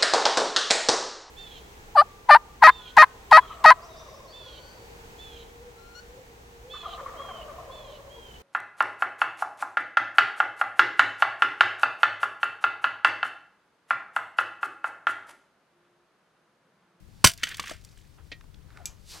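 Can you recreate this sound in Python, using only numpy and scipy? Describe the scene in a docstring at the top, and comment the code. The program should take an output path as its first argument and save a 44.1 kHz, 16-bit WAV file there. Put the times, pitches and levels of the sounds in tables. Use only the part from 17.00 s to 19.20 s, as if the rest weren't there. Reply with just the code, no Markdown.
"""An axe splits a short log on gravel: bursts of cracks excite log resonances, struck sines knock and ring.
The halves tumble and slide: bursts through wood resonances, hollow notes, grains and ticking stones.
The lowered handle knocks and the head clinks on a stone; shoes scuff, pebbles tick and cloth swishes.
Behind them are filtered-noise wind rumble, a faint hiss of air and one brief low hum.
"""
import sys
import numpy as np
from scipy import signal
from scipy.fft import rfft, irfft
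from scipy.io import wavfile

SR = 44100
rng = np.random.default_rng(int(sys.argv[2]) if len(sys.argv) > 2 else 0)


def generate_wav(signal):
    """Clip the signal to [-1, 1] and save it as 16-bit WAV at the path in sys.argv[1]."""
    frames = np.transpose(np.atleast_2d(signal))
    scaled = np.clip(frames, -1, 1) * 32767
    pcm = np.round(scaled).astype(np.int16)
    wavfile.write(sys.argv[1], SR, pcm)


N = 97020
T = np.arange(N) / SR


def from_db(db):
    """Amplitude ratio of a level in dB."""
    return 10 ** (np.asarray(db) / 20)


def rms_one(x):
    """Scale to unit rms."""
    return x / np.sqrt(np.mean(x ** 2) + 1e-20)


def in_time(rows):
    """Gain curves, linear in dB between rows of (time [s], level [dB], ..)."""
    time_s, *columns_db = np.transpose(rows)
    return [from_db(np.interp(T, time_s, column_db)) for column_db in columns_db]


def response(points, size=8192):
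    """Minimum-phase impulse response with a spectrum of (frequency [Hz], level [dB])."""
    hz, db = np.transpose(points)
    bins_hz = np.maximum(np.fft.rfftfreq(size, 1 / SR), 1)
    magnitude = from_db(np.interp(np.log(bins_hz), np.log(hz), db))
    cepstrum = irfft(np.log(magnitude))
    # fold the cepstrum to its causal half
    cepstrum[1:size // 2] *= 2
    cepstrum[size // 2 + 1:] = 0
    return irfft(np.exp(rfft(cepstrum)))[:size // 2]


def through(x, h):
    """Filter by an impulse response of unit energy, which keeps the power of white noise."""
    return signal.fftconvolve(x, h / np.linalg.norm(h))[:N]


def colour(x, points):
    """Shape the spectrum; it drops 21.5 dB in the octave below the first point."""
    hz, db = points[0]
    return through(x, response([(hz / 2, db - 21.5), *points]))


def resonate(x, peaks, size=4096):
    """Parallel damped modes of (frequency [Hz], width [Hz], relative level [dB]), alternating in sign."""
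    t = T[:size]
    h = 0
    for k, (hz, width_hz, db) in enumerate(peaks):
        decay = np.exp(-np.pi * width_hz * t)
        h = h + (-1) ** k * from_db(db) * width_hz * decay * np.cos(2 * np.pi * hz * t)
    return through(x, h)


def decay_db(age_s, t60_s):
    """Level falling 60 dB per t60, down to -200 dB."""
    return -np.minimum(60 * age_s / t60_s, 200)


def ring(start_s, hz, t60_s, db):
    """A struck mode: a sine dying exponentially."""
    age_s = np.maximum(T - start_s, 0)
    return from_db(db + decay_db(age_s, t60_s)) * np.sin(2 * np.pi * hz * age_s)


def grains(grain_db):
    """Dense tiny clicks of random sign and uneven size; rms 1."""
    signs = rng.choice([-1, 1], N)
    return rms_one(signs * from_db(grain_db * np.minimum(rng.exponential(1, N), 6)))


def burst(start_s, db, length_s, t60_s, grain_db=2):
    """A crush of micro-fractures that holds for its length and dies."""
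    age_s = np.maximum(T - start_s - length_s, 0)
    shape = (T >= start_s) * from_db(decay_db(age_s, t60_s))
    crush = shape * grains(grain_db)
    # energy is set by the shape, not by the draw
    return from_db(db) * crush * np.linalg.norm(shape) / np.linalg.norm(crush)


def drift(knots_per_s):
    """Random wander: straight lines between normal knots of spread 1."""
    knots = rng.standard_normal(2000)
    return np.interp(T * knots_per_s, np.arange(len(knots)), knots)


def snaps(rate_per_s):
    """Separate clicks at random moments; rms 1."""
    return rms_one((rng.random(N) < rate_per_s / SR) * rng.uniform(-1, 1, N))


STONES_PER_S, STONE_WIDTH_SHARE = 160, 0.094   # mode width as a share of its frequency


def stones(range_hz, count=10):
    """Stones of different sizes tick at random, each size with its own mode; rms 1."""
    ticks = 0
    for hz in np.geomspace(*range_hz, count):
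        ticks = ticks + resonate(snaps(STONES_PER_S / count), [(hz, hz * STONE_WIDTH_SHARE, 0)])
    return rms_one(ticks)


def swell(start_s, length_s, first_hz, last_hz, width_hz, db):
    """A narrow noise band, two drifts on quadrature carriers, that rises, glides and fades."""
    along = np.clip((T - start_s) / length_s, 0, 1)
    phase = 2 * np.pi * np.cumsum(first_hz + (last_hz - first_hz) * along) / SR
    band = drift(width_hz) * np.cos(phase) + drift(width_hz) * np.sin(phase)
    return from_db(db) * np.sin(np.pi * along) * band


# wind spectrum: (frequency [Hz], relative level [dB])
WIND_COLOUR = [(25, -1.5), (70, -4.5), (150, -9.5), (600, -39.5)]
WIND_DB, WIND_GUST_DB, WIND_SIDE_DB = -54.5, -2, -3   # side: relative to mid


def wind():
    """Turbulence rumbles on the microphone: low-passed stereo noise with a drifting level."""
    rumble = stereo_noise(WIND_COLOUR, WIND_SIDE_DB)
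    rumble = signal.sosfilt(signal.butter(2, 400, fs=SR, output="sos"), rumble)
    return from_db(WIND_DB + WIND_GUST_DB * drift(4.8)) * rumble


# open-air hiss spectrum: (frequency [Hz], relative level [dB])
AIR_COLOUR = [(300, -3), (650, -11), (15500, -27.5)]
AIR_DB, AIR_SIDE_DB = -67, -0.5


def air():
    """Faint steady hiss: coloured stereo noise."""
    return from_db(AIR_DB) * stereo_noise(AIR_COLOUR, AIR_SIDE_DB)


def stereo_noise(points, side_db):
    """Coloured mid noise plus independent side noise of opposite sign at each ear."""
    mid = colour(rng.standard_normal(N), points)
    side = colour(rng.standard_normal(N), points)
    return mid + from_db(side_db) * side * [[1], [-1]]


HUM_START_S, HUM_LENGTH_S, HUM_HZ, HUM_WIDTH_HZ, HUM_DB = 1.164, 0.18, 78, 24.04, -52


def hum():
    """A low narrow noise band swells briefly."""
    return swell(HUM_START_S, HUM_LENGTH_S, HUM_HZ, HUM_HZ, HUM_WIDTH_HZ, HUM_DB)


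# sole scuffs: (time [s], length [s], first frequency [Hz], last frequency [Hz], level [dB])
SCUFFS = [(1.74, 0.084, 1478, 1418, -56), (1.78, 0.0587, 821, 599, -52.5)]
SCUFF_WIDTH_HZ = 180


def scuffs():
    """The sole scuffs: gliding narrow noise bands."""
    return sum(swell(start_s, length_s, first_hz, last_hz, SCUFF_WIDTH_HZ, db)
               for start_s, length_s, first_hz, last_hz, db in SCUFFS)


# pebbles shifting underfoot: (time [s], level [dB], frequency [Hz])
PEBBLES = [(1.4103, -47, 1367), (1.441, -53.5, 1002), (1.544, -48, 3698), (1.704, -52.5, 1502),
           (1.7725, -39, 1397)]
PEBBLE_WIDTH_HZ, PEBBLE_CLICK_DB, PEBBLE_BAND_HZ = 660, -10, (770, 5600)
UNDERFOOT_RANGE_HZ, UNDERFOOT_DB = (700, 3500), -5.5   # grinding stones, relative to the rubbing


def pebbles(rub):
    """Stones grind with the rubbing shoe; single pebbles tick, each with one broad mode."""
    ticking = from_db(UNDERFOOT_DB) * rub * stones(UNDERFOOT_RANGE_HZ)
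    for start_s, db, hz in PEBBLES:
        tick = burst(start_s, db, length_s=0.00054, t60_s=0.014)
        ticking = ticking + from_db(PEBBLE_CLICK_DB) * tick + resonate(tick, [(hz, PEBBLE_WIDTH_HZ, 0)])
    return signal.sosfilt(signal.butter(2, PEBBLE_BAND_HZ, "band", fs=SR, output="sos"), ticking)


# shoes and clothes moving: (time [s], rubbing level [dB], swish level [dB])
MOVING = [(0, -76, -81), (.23, -68.5, -64.5), (.3, -81, -85), (1.17, -73.5, -71.5), (1.187, -56, -85),
          (1.24, -74.5, -70.5), (1.6, -73, -80), (1.79, -58.5, -69), (1.91, -61.5, -75), (2.04, -79, -67.5),
          (2.11, -66, -46), (2.16, -47.5, -47.5), (2.2, -57.5, -53)]
# rubbing spectrum: (frequency [Hz], relative level [dB])
RUB_COLOUR = [(100, -7), (750, .5), (1500, -2.5), (2500, -10.5), (15000, -43.5)]
# cloth spectrum: (frequency [Hz], relative level [dB])
SWISH_COLOUR = [(500, -27), (4500, 3), (11000, -8.5), (15500, -20)]


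def stance():
    """A shoe rubs and scuffs, pebbles tick and cloth swishes: grains follow the motion."""
    rub, swish = in_time(MOVING)
    shoe = colour(rub * grains(3.6), RUB_COLOUR)
    cloth = colour(swish * grains(3.0), SWISH_COLOUR)
    return scuffs() + pebbles(rub) + shoe + cloth


# handle modes: (frequency [Hz], relative level [dB], t60 [s])
HANDLE = [(1875, -1.5, 0.17), (1990, -7, 0.15), (2390, 0.5, 0.067), (3544, -5, 0.086)]
# handle knock spectrum: (frequency [Hz], relative level [dB])
HANDLE_COLOUR = [(260, -10), (500, -8), (1400, -23.5), (1900, -9), (4200, -10), (12000, -52.5)]
HANDLE_START_S, HANDLE_LENGTH_S, HANDLE_DB, HANDLE_RING_DB = 1.3168, 0.0089, -39, -41


def handle_knock():
    """The hollow handle knocks: a coloured burst plus dying sines."""
    knock = colour(burst(HANDLE_START_S, HANDLE_DB, HANDLE_LENGTH_S, t60_s=0.046), HANDLE_COLOUR)
    for hz, db, t60_s in HANDLE:
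        start_s = HANDLE_START_S + HANDLE_LENGTH_S * rng.random() / 2
        knock = knock + ring(start_s, hz, t60_s, HANDLE_RING_DB + db)
    return knock


# steel on stone: (time [s], level [dB])
CLINKS = [(1.8563, -32.5), (1.8722, -48)]
# contact spectrum: (frequency [Hz], relative level [dB])
CLINK_COLOUR = [(1700, -22), (2600, -1.5), (7000, 7.5), (9000, -11), (12500, -3.5), (15500, -33)]
# axe head modes: (frequency [Hz], level relative to the clink [dB], t60 [s])
HEAD = [(2394, -12.5, 0.1), (6140, -13, .22), (6710, -19, .22), (7880, 4.5, 0.046), (10530, -7.5, 0.048),
        (12740, -11, 0.05)]
CLINK_TAIL_DB, CLINK_TAIL_T60_S = -13.5, 0.21


def head_clinks():
    """The head clinks on a stone and bounces once: coloured ticks excite steel modes."""
    ticks, modes = 0, 0
    for start_s, db in CLINKS:
        ticks = ticks + burst(start_s, db, length_s=0.0028, t60_s=0.023, grain_db=5)
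        ticks = ticks + burst(start_s, db + CLINK_TAIL_DB, 0, CLINK_TAIL_T60_S)
        modes = modes + sum(ring(start_s, hz, t60_s, db + mode_db) for hz, mode_db, t60_s in HEAD)
    return colour(ticks, CLINK_COLOUR) + modes


# halves hitting gravel:
# (time [s], clack level [dB], length [s], grit level [dB], hollow note [Hz], note level [dB])
LANDINGS = [(0.4323, -20.5, .0055, -27.5, 268, -34.5), (0.4707, -37.5, 0.0042, -48, 1630, -34),
            (.512, -41.5, .004, -66.5, 1640, -39.5), (0.5432, -36.5, 0.0033, -43, 1060, -46),
            (0.5955, -30.5, 0.0037, -31, 1150, -22.5), (0.639, -43.5, .003, -67, 1150, -35),
            (.694, -40, 0.0045, -38.5, 1146, -34.5), (0.7138, -42, 0.0049, -45, 642, -28.5)]
# split-half resonances: (frequency [Hz], width [Hz], relative level [dB])
HALF = [(1280, 200, -5.5), (1780, 250, 0.5), (2210, 320, -1.5), (3010, 355, 1.5), (3460, 220, 2),
        (4515, 290, -1.5), (6220, 250, -5.5), (7870, 300, -10.5)]
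# ground thud spectrum: (frequency [Hz], relative level [dB])
THUD_COLOUR = [(180, 1), (450, 1), (2000, -12), (8000, -51)]
# crunched and sliding grit spectrum: (frequency [Hz], relative level [dB])
GRIT_COLOUR = [(300, -22.5), (2500, -2.5), (5500, 2), (12000, -11), (15500, -20)]
LANDING_T60_S, NOTE_T60_S, THUD_T60_S = 0.027, 0.028, 0.075
OVERTONE_DB, THUD_DB = -6.5, -19.5   # relative to the note


def landings():
    """The halves clack through wood modes, sound hollow notes, thud on the ground and crunch grit."""
    clacks, grit, notes, thuds = 0, 0, 0, 0
    for start_s, db, length_s, grit_db, hz, note_db in LANDINGS:
        clacks = clacks + burst(start_s, db, length_s, LANDING_T60_S)
        grit = grit + burst(start_s + length_s / 2, grit_db, length_s / 2, LANDING_T60_S)
        notes = notes + ring(start_s, hz, NOTE_T60_S, note_db)
        notes = notes + ring(start_s, 2 * hz, NOTE_T60_S, note_db + OVERTONE_DB)
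        thuds = thuds + burst(start_s, note_db + THUD_DB, length_s, THUD_T60_S)
    return resonate(clacks, HALF) + notes + colour(thuds, THUD_COLOUR) + colour(grit, GRIT_COLOUR)


# sliding on gravel: (time [s], wood scrape level [dB], grit level [dB])
SLIDE = [(.35, -85, -81), (.39, -58, -58.5), (.43, -51.5, -60.5), (.455, -42, -51.5), (.535, -44.5, -60),
         (.565, -59, -58), (.59, -51.5, -62), (.62, -48.5, -60.5), (.68, -45.5, -48.5), (.73, -52.5, -55.5),
         (.77, -64.5, -62.5), (.82, -73.5, -70), (1.0, -75.5, -66.5), (1.15, -86.5, -83.5)]
# wood scrape spectrum: (frequency [Hz], relative level [dB])
SCRAPE_COLOUR = [(200, -24.5), (800, -21.5), (1150, -8.5), (1700, 1), (3200, -4), (5000, -18.5),
                 (9000, -29)]
SLIDE_GRAIN_DB, SLIDE_ROUGH_DB, SLIDE_ROUGH_PER_S = 4.5, 4.5, 220
FLICKED_RANGE_HZ, FLICKED_DB = (1410, 8000), -2   # flicked stones, relative to the grit


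def slide():
    """Wood scrapes and grit crunches as rough grains; single stones are flicked."""
    scrape_gain, grit_gain = in_time(SLIDE)
    scrape = scrape_gain * grains(SLIDE_GRAIN_DB) * from_db(SLIDE_ROUGH_DB * drift(SLIDE_ROUGH_PER_S))
    grit = grit_gain * grains(SLIDE_GRAIN_DB) * from_db(SLIDE_ROUGH_DB * drift(SLIDE_ROUGH_PER_S))
    flick_gain = grit_gain * from_db(FLICKED_DB + SLIDE_ROUGH_DB * drift(STONES_PER_S / 2))
    flicked = flick_gain * stones(FLICKED_RANGE_HZ)
    return flicked + colour(scrape, SCRAPE_COLOUR) + colour(grit, GRIT_COLOUR)


# splinters and chips snapping: (time [s], level [dB])
SPLINTERS = [(.2793, -25), (0.286, -30), (.3, -46), (0.316, -38.5), (.336, -38.5), (.376, -44.5),
             (0.4896, -37.5), (.5695, -40), (0.581, -49), (0.625, -49), (.672, -53), (.848, -47)]
# splinter spectrum: (frequency [Hz], relative level [dB])
SPLINTER_COLOUR = [(600, -20.5), (3200, -7.5), (4800, 0), (9000, -4.5), (15500, -13.5)]
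SPLINTER_LENGTH_S, SPLINTER_T60_S = 0.0017, 0.022


def splinters():
    """Splinters snap: short coloured bursts."""
    bursts = sum(burst(start_s, db, SPLINTER_LENGTH_S, SPLINTER_T60_S) for start_s, db in SPLINTERS)
    return colour(bursts, SPLINTER_COLOUR)


# whole log knocking under the blade: (time [s], frequency [Hz], t60 [s], level [dB])
BLOWS = [(.2442, 1055, 0.022, -1), (.2445, 590, .02, -10.5), (.2438, 260, 0.044, -22),
         (.2525, 128, .028, -7), (.254, 102, 0.12, -36)]
THUMP_LOW_CUT_HZ = 29


def log_knock():
    """Log and ground thump under the blade: high-passed dying sines."""
    low_cut = signal.butter(2, THUMP_LOW_CUT_HZ, "high", fs=SR, output="sos")
    return signal.sosfilt(low_cut, sum(ring(*row) for row in BLOWS))


# wood cracking open: (time [s], level [dB], length [s])
CRACKS = [(0.242, -9, 0.0039), (0.2444, -4.5, 0.0063), (0.254, -12, .0013), (0.2608, -10, 0.001),
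          (0.266, -15.5, 0.0056), (0.2727, -10, 0.0014)]
# torn wood spectrum: (frequency [Hz], relative level [dB])
CRACK_COLOUR = [(300, -14.5), (1250, -10.5), (1500, -0.5), (3200, -2), (10000, -7), (15500, -20.5)]
# log resonances: (frequency [Hz], width [Hz], relative level [dB])
LOG = [(1478, 62, -3.5), (3005, 230, 3.5), (4580, 140, -3.5), (6090, 190, 1), (7870, 260, -8),
       (10060, 130, -9.5), (13300, 240, -12.5)]
CRACK_T60_S, CRACK_GRAIN_DB, LOG_DB, TEAR_DB = 0.015, 2, -4, -2.5
FIBRES_START_S, FIBRES_PER_S, FIBRES_DB, FIBRES_T60_S = 0.276, 400, -26, 0.13


def tearing_wood():
    """Cracks, then the last fibres parting one by one, drive log modes and a broad tear."""
    cracks = sum(burst(start_s, db, length_s, CRACK_T60_S, CRACK_GRAIN_DB)
                 for start_s, db, length_s in CRACKS)
    fade = from_db(FIBRES_DB - 60 * np.abs(T - FIBRES_START_S) / FIBRES_T60_S)
    fibres = snaps(FIBRES_PER_S) * (T >= FIBRES_START_S) * fade
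    fracture = cracks + fibres
    return from_db(LOG_DB) * resonate(fracture, LOG) + from_db(TEAR_DB) * colour(fracture, CRACK_COLOUR)


# axe modes: (frequency [Hz], level [dB], t60 [s])
AXE = [(676, -34.5, 0.22), (1450, -24.5, 0.092), (1604, -26.5, 0.064), (2140, -28, 0.12),
       (2380, -26.5, 0.086), (2836, -22.5, 0.096), (2990, -26, .1), (3211, -24.5, 0.11), (3330, -27.5, .13),
       (4670, -29, 0.17), (6300, -27, 0.11), (7990, -31.5, .07)]


def axe_ring():
    """Axe modes start at random moments within the second crack and die away."""
    bite_s, _, bite_length_s = CRACKS[1]
    return sum(ring(bite_s + bite_length_s * rng.random(), hz, t60_s, db) for hz, db, t60_s in AXE)


def chop():
    """The blade tears through the log; log and axe ring, and splinters snap."""
    return tearing_wood() + log_knock() + axe_ring() + splinters()


SCATTER_DB, SCATTER_T60_S, FAR_DB, FAR_T60_S = -16.5, 0.11, -44, 0.7
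FIRST_ECHO_S, FAR_CUTOFF_HZ = 0.0074, 4000


def outdoors(x):
    """Quick scatter off gravel and scrub, and a faint dull far tail that differs at each ear."""
    t = T[:SR]

    def tail(t60_s):
        fade_in = np.clip(t / FIRST_ECHO_S - 1, 0, 1)
        return through(x, rng.standard_normal(SR) * from_db(-60 * t / t60_s) * fade_in)

    near = from_db(SCATTER_DB) * tail(SCATTER_T60_S)
    far = from_db(FAR_DB) * np.array([tail(FAR_T60_S), tail(FAR_T60_S)])
    return x + near + signal.sosfilt(signal.butter(1, FAR_CUTOFF_HZ, fs=SR, output="sos"), far)


def scene():
    """All sources with outdoor echoes, over the background."""
    background = wind() + hum() + air()
    halves = landings() + slide()
    lowered_axe = handle_knock() + head_clinks()
    return outdoors(stance() + lowered_axe + halves + chop()) + background


# stereo balance: (frequency [Hz], left minus right [dB])
LEFT_BIAS = [(25, 7.5), (90, 15.5), (380, 10), (1200, -1.5), (4400, -0.23)]
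CASE_ECHO_S, CASE_ECHO_HZ, CASE_ECHO_DB = 0.00048, 8218, -6.5
CLIP_LEVEL, CUTOFF_HZ = 0.92, 15900


def record(dry):
    """The left takes more bass, the case reflects treble in opposite signs, peaks clip, the top is cut."""
    ears = []
    treble_filter = signal.butter(3, CASE_ECHO_HZ, "high", fs=SR, output="sos")
    for x, sign in zip(dry, (1, -1)):
        # the two ears' gains sum to 2
        tilt = [(hz, 20 * np.log10(2 / (1 + from_db(-sign * db)))) for hz, db in LEFT_BIAS]
        treble = signal.sosfilt(treble_filter, x)
        echo = from_db(CASE_ECHO_DB) * np.interp(T - CASE_ECHO_S, T, treble)
        ears.append(signal.fftconvolve(x + sign * echo, response(tilt))[:N])
    clipped = np.clip(ears, -CLIP_LEVEL, CLIP_LEVEL)
    return signal.sosfilt(signal.ellip(10, 0.1, 80, CUTOFF_HZ, fs=SR, output="sos"), clipped)


dry = scene()
out = record(dry)
generate_wav(out)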